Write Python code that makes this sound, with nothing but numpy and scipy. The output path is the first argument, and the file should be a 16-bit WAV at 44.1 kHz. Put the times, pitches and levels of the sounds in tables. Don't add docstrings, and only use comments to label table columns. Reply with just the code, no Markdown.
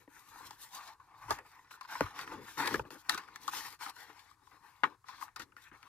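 import sys
import numpy as np
from scipy import signal
from scipy.fft import rfft, irfft, next_fast_len
from scipy.io import wavfile
from scipy.ndimage import uniform_filter1d, map_coordinates

SR = 44100
rng = np.random.default_rng(int(sys.argv[2]) if len(sys.argv) > 2 else 0)


def wrap_up_sound(samples):
    columns = np.atleast_2d(samples).T
    tamed = np.clip(columns, -1, 1)
    steps = np.round(tamed * 32767).astype(np.int16)
    wavfile.write(sys.argv[1], SR, steps)


N = 259308

# pitch in Hz, width in Hz, strength in dB.
PANEL_MODES = [(867.4, 133.2, -5.5), (1002.5, 91.8, 0), (1079.3, 140.3, -1.5), (1228, 168.5, -7.5)]
RIB_MODES = [(1430, 209.6, -3.5), (1689.7, 102.2, -4), (1792.4, 170.4, -6), (2280.6, 307.7, -3.5),
             (2477.3, 837, -6.5)]
BOX_MODES = [(148, 46, -4), (299.1, 49.7, 5), (389.2, 73, 1), (494.5, 99, -0.5)]
# time in seconds, left over right in dB.
HAND_POSITIONS = [(0, 6.5), (.8, 3), (2.1, 2), (2.7, 4.5), (3.6, 5), (4.4, 8), (4.9, 7.5), (5.2, 6),
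                  (5.88, 6.5)]


def amp(db):
    return 10 ** (np.asarray(db) / 20)


def unit(x):
    return x / np.sqrt(np.mean(x ** 2) + 1e-20)


def peak_unit(x):
    return x / np.max(np.abs(x.mean(axis=0)))


def along(points, hz):
    point_hz, values = np.transpose(points)
    return np.interp(np.log(hz + 1), np.log(point_hz + 1), values)


def filtered(x, response):
    size = next_fast_len(x.shape[-1] + 8192)
    spectrum = rfft(x, size) * response(np.fft.rfftfreq(size, 1 / SR))
    return irfft(spectrum, size)[..., :x.shape[-1]]


def colour(spectrum):
    return lambda hz: amp(along(spectrum, hz))


def sides(pan_db):
    return amp(np.array([pan_db / 2, -pan_db / 2]).reshape(2, -1))


def modes(body, low_hz, high_hz, scatter_db=0, favoured_hz=0, lean_db=0):
    hz, width_hz, db = np.transpose(body)[..., None]
    db = db + scatter_db * rng.standard_normal(db.shape)
    if favoured_hz:
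        octaves_off = np.abs(np.log2(hz / favoured_hz))
        db = db - lean_db * np.tanh(7 * octaves_off)
    sign = (-1) ** np.arange(len(body))[:, None]
    edges = signal.butter(2, [low_hz, high_hz], "band", analog=True)

    def response(f):
        resonances = 1j * f * width_hz / (hz ** 2 - f ** 2 + 1j * f * width_hz)
        return signal.freqs(*edges, f)[1] * np.sum(sign * amp(db) * resonances, axis=0)

    return response


def ports(pair, lag_ms):
    # frequency in Hz, correlation from 0 to 1.
    likeness = [(100, .95), (500, .94), (1200, .92), (2500, .7), (5000, .45), (15000, .3)]

    def mix(hz):
        angle = np.arccos(np.clip(along(likeness, hz), 0, 1)) / 2
        return np.array([np.cos(angle), np.sin(angle)])

    def lead(hz):
        return np.exp(1j * np.pi * hz * lag_ms / 1000 * np.array([[1], [-1]]))

    mid, side = filtered(pair, mix)
    return filtered(np.array([mid + side, mid - side]), lead)


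def pops():
    # start in seconds, peaks of panel, ribs, crack and box in dB, contact in ms,
    # favoured pitches of panel, ribs and box in Hz.
    pop_rows = [(.077, -57.5, -58.5, -80.5, -49.5, 3.5, 888, 1800, 321.2),
                (.406, -45.5, -59.5, -67.5, -59.5, 3.4, 925, 1410, 536),
                (.508, -40, -50.5, -44.5, -60, 3.77, 873, 1570, 558),
                (.734, -50, -61, -52.5, -72.5, 8.5, 1000, 1340, 291),
                (0.768, -48.5, -58.5, -44, -81, 8.1, 1056, 2200, 315),
                (1, -50, -57, -70.5, -81.5, 5.6, 1062, 1367, 143),
                (1.281, -43, -50, -63, -63, 3.9, 905, 1330, 509),
                (1.307, -22.5, -33, -28, -36.5, 9, 847.2, 1746, 495),
                (1.322, -35, -40.5, -40, -50, 5.8, 900, 1450, 400),
                (1.387, -38.5, -37, -45.5, -59.5, 6.84, 870, 1765, 482),
                (1.708, -48.5, -46, -56, -71.5, 8, 1100, 1572, 560),
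                (1.81, -40.5, -42.5, -46, -72, 7.5, 1099, 1300, 452),
                (1.85, -44.5, -44, -62.5, -82.5, 3.4, 960, 1350, 546),
                (1.953, -33.5, -36.5, -61.5, -54.5, 14, 988, 1335, 549),
                (2.008, -24, -23.5, -30.5, -19.5, 2.36, 870, 1296, 428),
                (2.064, -40, -43.5, -60.5, -64.5, 7.3, 1200, 1360, 164),
                (2.191, -37, -30.5, -36, -59.5, 3.2, 1062, 1910, 299),
                (2.276, -39, -43, -57, -71.5, 3.8, 1230, 1805, 307),
                (2.326, -40.5, -47.5, -52, -46, 4, 875, 1360, 476),
                (2.573, -42.5, -42, -55.5, -56, 3.6, 952, 1800, 283),
                (2.602, -36.5, -34, -43, -38, 4.8, 864.7, 1733, 292),
                (2.658, -32, -36.5, -32.5, -53.5, 5.5, 903, 1720, 272),
                (2.675, -33, -26, -23.5, -37.5, 5.47, 977, 1834, 500),
                (2.71, -42, -37.5, -43.5, -39, 4, 1120, 1350, 395.5),
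                (2.728, -48, -50, -42.5, -43.5, 3.6, 1000, 1700, 300),
                (2.742, -34, -21.5, -31.5, -24.5, 4.48, 866, 1604, 331.5),
                (2.756, -52, -52, -41.5, -36, 5.3, 845, 1510, 165),
                (2.795, -29, -32.5, -43, -32.5, 2.2, 892, 1536, 514.6),
                (2.852, -58.5, -53.5, -65.5, -47, 4, 877, 1618, 326),
                (2.905, -47, -45, -44.5, -50.5, 4.45, 1010, 1870, 490),
                (3.095, -26, -23, -16.5, -68, 3.8, 1225, 1796, 310),
                (3.128, -43.5, -34, -44.5, -47.5, 5.2, 1170, 1800, 277),
                (3.146, -33, -48.5, -33.5, -43.5, 6.15, 1250, 1500, 334.3),
                (3.177, -34.5, -34, -30.5, -55.5, 9.74, 1134, 1915, 274),
                (3.285, -51.5, -48.5, -54.5, -70, 2.5, 930, 1520, 390),
                (3.359, -49, -38, -37, -76.5, 4.36, 1152, 1828, 326),
                (3.479, -27, -42, -29, -62.5, 5.4, 1163, 1370, 560),
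                (3.487, -36, -37, -52.5, -52.5, 3.85, 1136, 1440, 322),
                (3.534, -37, -55, -44.5, -59.5, 3.2, 1183, 1810, 441),
                (3.81, -45.5, -46, -46.5, -61.5, 3.4, 981, 1490, 396),
                (3.863, -38, -37.5, -52.5, -55, 1.95, 1185, 1800, 289),
                (4.098, -47.5, -49, -60, -57, 14.5, 1096, 1410, 340),
                (4.193, -54.5, -51.5, -46.5, -80.5, 10, 1080, 2196, 336.6),
                (4.313, -51, -66, -67, -71.5, 4, 1056, 1350, 312),
                (4.471, -55.5, -59, -76, -76, 4, 1010, 1400, 150.5),
                (4.835, -21, -18.5, -57, -31, 2.93, 1082, 1442, 274),
                (4.84, -20.5, -17.5, -36, -51.5, 2.9, 1020, 1470, 210),
                (4.851, -39, -32.5, -60.5, -62, 4.85, 1280, 1377, 443.4),
                (5.042, -52.5, -57, -66.5, -76, 4.7, 1066, 1451, 471),
                (5.085, -41, -48.5, -51.5, -78, 12, 986.5, 1587, 320.8),
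                (5.182, -56.5, -55, -65.5, -77, 4.2, 1020, 2010, 318),
                (5.212, -45, -48.5, -46.5, -70, 5.45, 970, 1460, 560),
                (5.224, -33, -41, -50, -67, 2.23, 1177, 1431, 296.6),
                (5.281, -49, -61, -65, -84, 4.33, 1230, 1370, 320.5),
                (5.361, -43, -42, -42.5, -62, 8.95, 1117, 1488, 338),
                (5.396, -47.5, -40.5, -41, -49.5, 16.8, 1230, 1478, 304),
                (5.419, -64, -45.5, -44, -54.5, 11, 1190, 1607, 302.7),
                (5.521, -61, -59.5, -68, -83, 5.5, 1179, 1538, 145),
                (5.566, -61.5, -45.5, -56, -66, 5.2, 1310, 1463, 317),
                (5.715, -55.5, -50, -76.5, -56.5, 13.8, 1080, 1460, 262),
                (5.829, -58, -47, -53.5, -77.5, 5.03, 1026, 1507, 301.3)]
    # frequency in Hz, density in dB per Hz.
    crack_colour = [(1650, -47), (2800, -10.5), (3480, 0.5), (4000, -4), (4500, -0.5), (5050, -4.5),
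                    (9260, -15.5), (12200, -14), (16000, -29.5)]
    extra_pan_db = 2
    out, t = np.zeros((2, N + SR)), np.arange(SR // 10) / SR
    for start_s, panel_db, ribs_db, crack_db, box_db, contact_ms, panel_hz, ribs_hz, box_hz in pop_rows:
        pan_db = np.interp(start_s, *np.transpose(HAND_POSITIONS)) + extra_pan_db
        contact_s = np.clip(contact_ms, .3, 30) / 1000
        envelope = np.exp(-(t / contact_s) ** 1.455) + 3 * np.exp(-t / 0.000186)
        push = ports(envelope * rng.standard_normal((2, len(t))), lag_ms=0.0745)

        panel = filtered(push, modes(PANEL_MODES, 700, 1900, 3.0, panel_hz, lean_db=16.0))
        ribs = filtered(push, modes(RIB_MODES, 1250, 3200, 2.1, ribs_hz, lean_db=15))
        crack = filtered(push * np.exp(-t / 0.058), colour(crack_colour))
        box = filtered(push[:1], modes(BOX_MODES, 120, 700, 3.44, box_hz, lean_db=15.5))

        tray = amp(panel_db) * peak_unit(panel) + amp(ribs_db) * peak_unit(ribs)
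        tray += amp(crack_db) * peak_unit(crack)
        boom = amp(box_db) * peak_unit(box)
        out[:, round(start_s * SR):][:, :len(t)] += sides(pan_db) * tray + sides(0.5 * pan_db) * boom
    return out[:, :N]


def rubbing():
    # frequency in Hz, density in dB per Hz.
    rasp_colour = [(1590, -40.5), (2700, -9.5), (3570, -0.5), (4240, -0.5), (4650, -1.5), (4990, -3),
                   (5470, -5), (6500, -14.5), (8450, -26.5), (14300, -120)]
    hiss_colour = [(3820, -15.5), (6500, -3), (8400, -4.5), (13400, -3.5), (15500, -11.5), (16000, -50.5)]
    on_panel, on_ribs, on_rasp, on_hiss, on_box = strokes()
    pan_db = np.interp(np.arange(N) / SR, *np.transpose(HAND_POSITIONS))

    force = ports(friction(ticks_db=2, swell_db=2.02, patchy_db=3.0), lag_ms=0.063)
    panel = on_panel * unit(filtered(force, modes(PANEL_MODES, 570, 1540)))
    ribs = on_ribs * unit(filtered(force, modes(RIB_MODES, 1437.5, 2499)))
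    box = on_box * unit(filtered(force, modes(BOX_MODES, 96, 630)))

    skin = ports(friction(ticks_db=2.0, swell_db=2.5, patchy_db=3.5), lag_ms=0.061)
    rasp = on_rasp * unit(filtered(skin, colour(rasp_colour)))
    hiss = on_hiss * unit(filtered(skin, colour(hiss_colour)))
    return sides(pan_db) * (panel + ribs + rasp + hiss) + sides(1.523 * pan_db) * box


def strokes():
    # start, strongest and end in seconds, panel level in dB, fade until the end in dB,
    # then levels of ribs, rasp, hiss and box over the panel in dB.
    stroke_rows = [(0, -0, 0.0766, -64.5, 17.5, 0.5, -7.5, -5.5, -5),
                   (0.081, .174, 0.2215, -67, 7.5, 7.5, -6, 6.5, -5.5),
                   (0.169, 0.473, 0.5618, -54.5, 10, -2.5, -9, -4.5, -15.5),
                   (0.567, 0.642, 0.7005, -59.5, 8.5, 0.5, -1, 5.5, -15),
                   (0.7, .75, 0.865, -50.5, 6, -3.5, -7.5, -7, -26),
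                   (0.854, 0.888, 0.9383, -49, 11, -5.5, -9.5, -12.5, -21),
                   (.94, .95, 0.994, -77, 3, -5.5, -11.5, -12, -3),
                   (.997, 0.99, 1.201, -62.5, 0.5, -9, -17, -21.5, -18),
                   (1.168, 1.222, 1.3035, -53, -1.5, -6.5, -17.5, -14, -27),
                   (1.285, 1.321, 1.4688, -44.5, 26, -3, -11, -8, -9.5),
                   (1.442, 1.467, 1.6364, -60.5, 11, 0, -9.5, -5.5, -14),
                   (1.637, 1.648, 1.87, -68, 0, -2, -8.5, -17.5, -12),
                   (1.706, 1.716, 1.758, -67.5, 4.5, 0, 5, 8, -7.5),
                   (1.829, 1.82, 1.854, -56, 2, -3.5, -9, -16.5, -25),
                   (1.876, 1.921, 2.0375, -44.5, 3, -2.5, -7.5, -9, -22),
                   (2.018, 2.011, 2.1694, -42.5, 16, -1.5, -12.5, -15, -12.5),
                   (2.142, 2.198, 2.2443, -44.5, 4.5, 0, -9, -13, -13.5),
                   (2.251, 2.278, 2.341, -49, 3, -1.5, -10.5, -13, -9),
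                   (2.307, 2.324, 2.445, -51, 8.5, -3, -9, -14.5, 0.5),
                   (2.404, 2.484, 2.593, -56.5, 3.5, 1, -4, -1, -15.5),
                   (2.569, 2.585, 2.761, -42, 4, 0, -8.5, -9, -7),
                   (2.633, 2.674, 2.72, -41.5, 12, 1.5, -8.5, -2.5, -4.5),
                   (2.703, 2.743, 2.823, -50, 14.5, -2.5, -3, -1.5, 9.5),
                   (2.829, 2.876, 2.89, -61, 2, -5, -14.5, -15.5, -1.5),
                   (2.905, 2.913, 2.963, -52, 3, -1, -8, -8.5, 1),
                   (2.94, 2.986, 3.164, -64.5, 0, -0.5, -4, -2, -16),
                   (3.088, 3.096, 3.198, -40.5, 13.5, -0.5, -4.5, -9, -13.5),
                   (3.172, 3.179, 3.284, -52, 15.5, -2.5, -3.5, -11.5, -11),
                   (3.271, 3.28, 3.42, -61.5, 2.5, -0.5, -5.5, -12.5, -8),
                   (3.399, 3.531, 3.4955, -51.5, -7, -2, -2, -0.5, -10.5),
                   (3.51, 3.544, 3.7475, -50, 9.5, 1.5, 1, 3, -14),
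                   (3.792, 3.831, 3.899, -48, 2.5, 0, -3, -5, -19.5),
                   (3.91, 4.009, 4.342, -59.5, 12, 0, -3, -5, -14.5),
                   (4.356, 4.485, 4.638, -66, 4.5, -6, -12.5, -11, -14),
                   (4.61, 4.648, 4.854, -66.5, 8, -0.5, -5, -6, -15.5),
                   (4.831, 4.857, 4.953, -48.5, 20, -2, -12.5, -18.5, -6),
                   (5.051, 5.1, 5.197, -55.5, 5, -2.5, -6, -11.5, -19),
                   (5.191, 5.226, 5.357, -53, 26.5, -2.5, -7.5, -6.5, -19),
                   (5.359, 5.364, 5.39, -56, 5.5, -2, -4, -12.5, -22.5),
                   (5.383, 5.41, 5.437, -56.5, 6, 0.5, -2, -6, -4.5),
                   (5.427, 5.449, 5.61, -76.5, 9, -1, -12.5, -8.5, 2.5),
                   (5.564, 5.57, 5.687, -70, 1.5, 9, -1.5, -0.5, -10.5),
                   (5.728, 5.729, 5.92, -65.5, 1.5, -2, -12, -13, -13)]
    steepness = np.array([[1.01], [1.05], [1.2], [1.25], [.9]])
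    touch = 0.13
    release_db_per_s = 699.5
    t, power = np.arange(N) / SR, np.zeros((5, N))
    for start_s, top_s, end_s, panel_db, fade_db, *over_db in stroke_rows:
        rise = np.interp(t, [start_s - .003, start_s, max(top_s, start_s + .001)], [0, touch, 1])
        fall_db = np.interp(t, [top_s, max(end_s, top_s + .001)], [0, fade_db])
        fall_db += release_db_per_s * np.maximum(t - end_s, 0)
        force = rise * amp(-fall_db)
        levels = amp(panel_db + np.array([0, *over_db]))[:, None]
        power += (levels * force ** steepness) ** 2
    return np.sqrt(power)


def friction(ticks_db, swell_db, patchy_db):
    z = signal.stft(rng.standard_normal((2, N)), nperseg=512)[2]
    field = uniform_filter1d(rng.standard_normal(z.shape[1:]), size=3, axis=0)
    field = uniform_filter1d(field, size=12, axis=1)
    noise = signal.istft(z * amp(patchy_db * unit(field)), nperseg=512)[1][:, :N]
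    slips = (rng.random(N) < 110 / SR) * rng.exponential(size=N)
    jumps = signal.lfilter([1], [1, -np.exp(-1 / (0.0049 * SR))], slips)
    return amp(ticks_db * np.minimum(jumps, 4) + swell_db * wobble(30)) * noise


def wobble(rate):
    knots = rng.standard_normal(int(N * rate / SR) + 4)
    return map_coordinates(knots, [np.arange(N) * rate / SR])


def room(x):
    # frequency in Hz, time to die by 60 dB in seconds.
    decay_times = [(200, 0.093), (1000, 0.049), (4000, 0.05), (12000, 0.055)]
    hz, t, z = signal.stft(rng.standard_normal((2, SR // 3)), SR, nperseg=256)
    decay_db = -60 * t / along(decay_times, hz)[:, None]
    tail = signal.istft(z * amp(decay_db), SR, nperseg=256)[1]
    delayed = np.pad(x, (200, 0))
    return signal.fftconvolve(delayed[None], tail / np.linalg.norm(tail[0]), axes=1)[:, :N]


def table():
    # time of peak in seconds, peak level in dB, time to die by 20 dB in seconds.
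    thud_rows = [(.47, -73.5, 0.25), (1.27, -65, 0.13), (1.32, -52, 0.0576), (2.04, -41.5, 0.0414),
                 (2.33, -59.5, 0.1631), (2.6, -67.5, .1), (2.72, -57, 0.083), (2.8, -46, 0.0513),
                 (2.92, -64.5, 0.01), (3.14, -71, 0.1), (3.42, -77.5, 0.01), (3.631, -75.5, 0.31),
                 (4.612, -57.5, 0.006), (4.849, -72, 0.02), (5.41, -73, 0.13), (5.73, -70.5, 0.09)]
    # frequency in Hz, density in dB per Hz.
    thud_colour = [(12, -21.5), (20, -11), (108, 1.5), (150, -7), (200, -21), (330, -120)]
    rise_over_decay, rest_db = .8, -78.5
    t, level = np.arange(N) / SR, amp(rest_db)
    for peak_s, peak_db, decay_s in thud_rows:
        distance_s = np.maximum((peak_s - t) / rise_over_decay, t - peak_s)
        level = level + amp(peak_db - 20 * distance_s / decay_s)
    noise = rng.standard_normal(N) + .3 * rng.standard_normal((2, N))
    return level * unit(filtered(noise, colour(thud_colour)))


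def air():
    # frequency in Hz, density in dB per Hz.
    air_colour = [(15, -53), (25, -13), (92, -23), (217, -58.5), (326, -3.5), (607, -19), (1040, 2.5),
                  (1890, -8.5), (3080, -19.5), (4030, -13.5), (8140, -14), (11900, -15.5), (16000, -29.5)]
    noise = ports(rng.standard_normal((2, N)), lag_ms=0)
    return amp(-77.5) * unit(filtered(noise, colour(air_colour)))


def scene():
    blows = pops()
    tray = blows + rubbing()
    echo = amp(-10) * sides(4) * room(blows.mean(axis=0))
    return tray + echo + sides(3.36) * table() + sides(3.5) * air()


def record(dry):
    return filtered(dry, lambda hz: hz < 15900)


dry = scene()
out = record(dry)
wrap_up_sound(out)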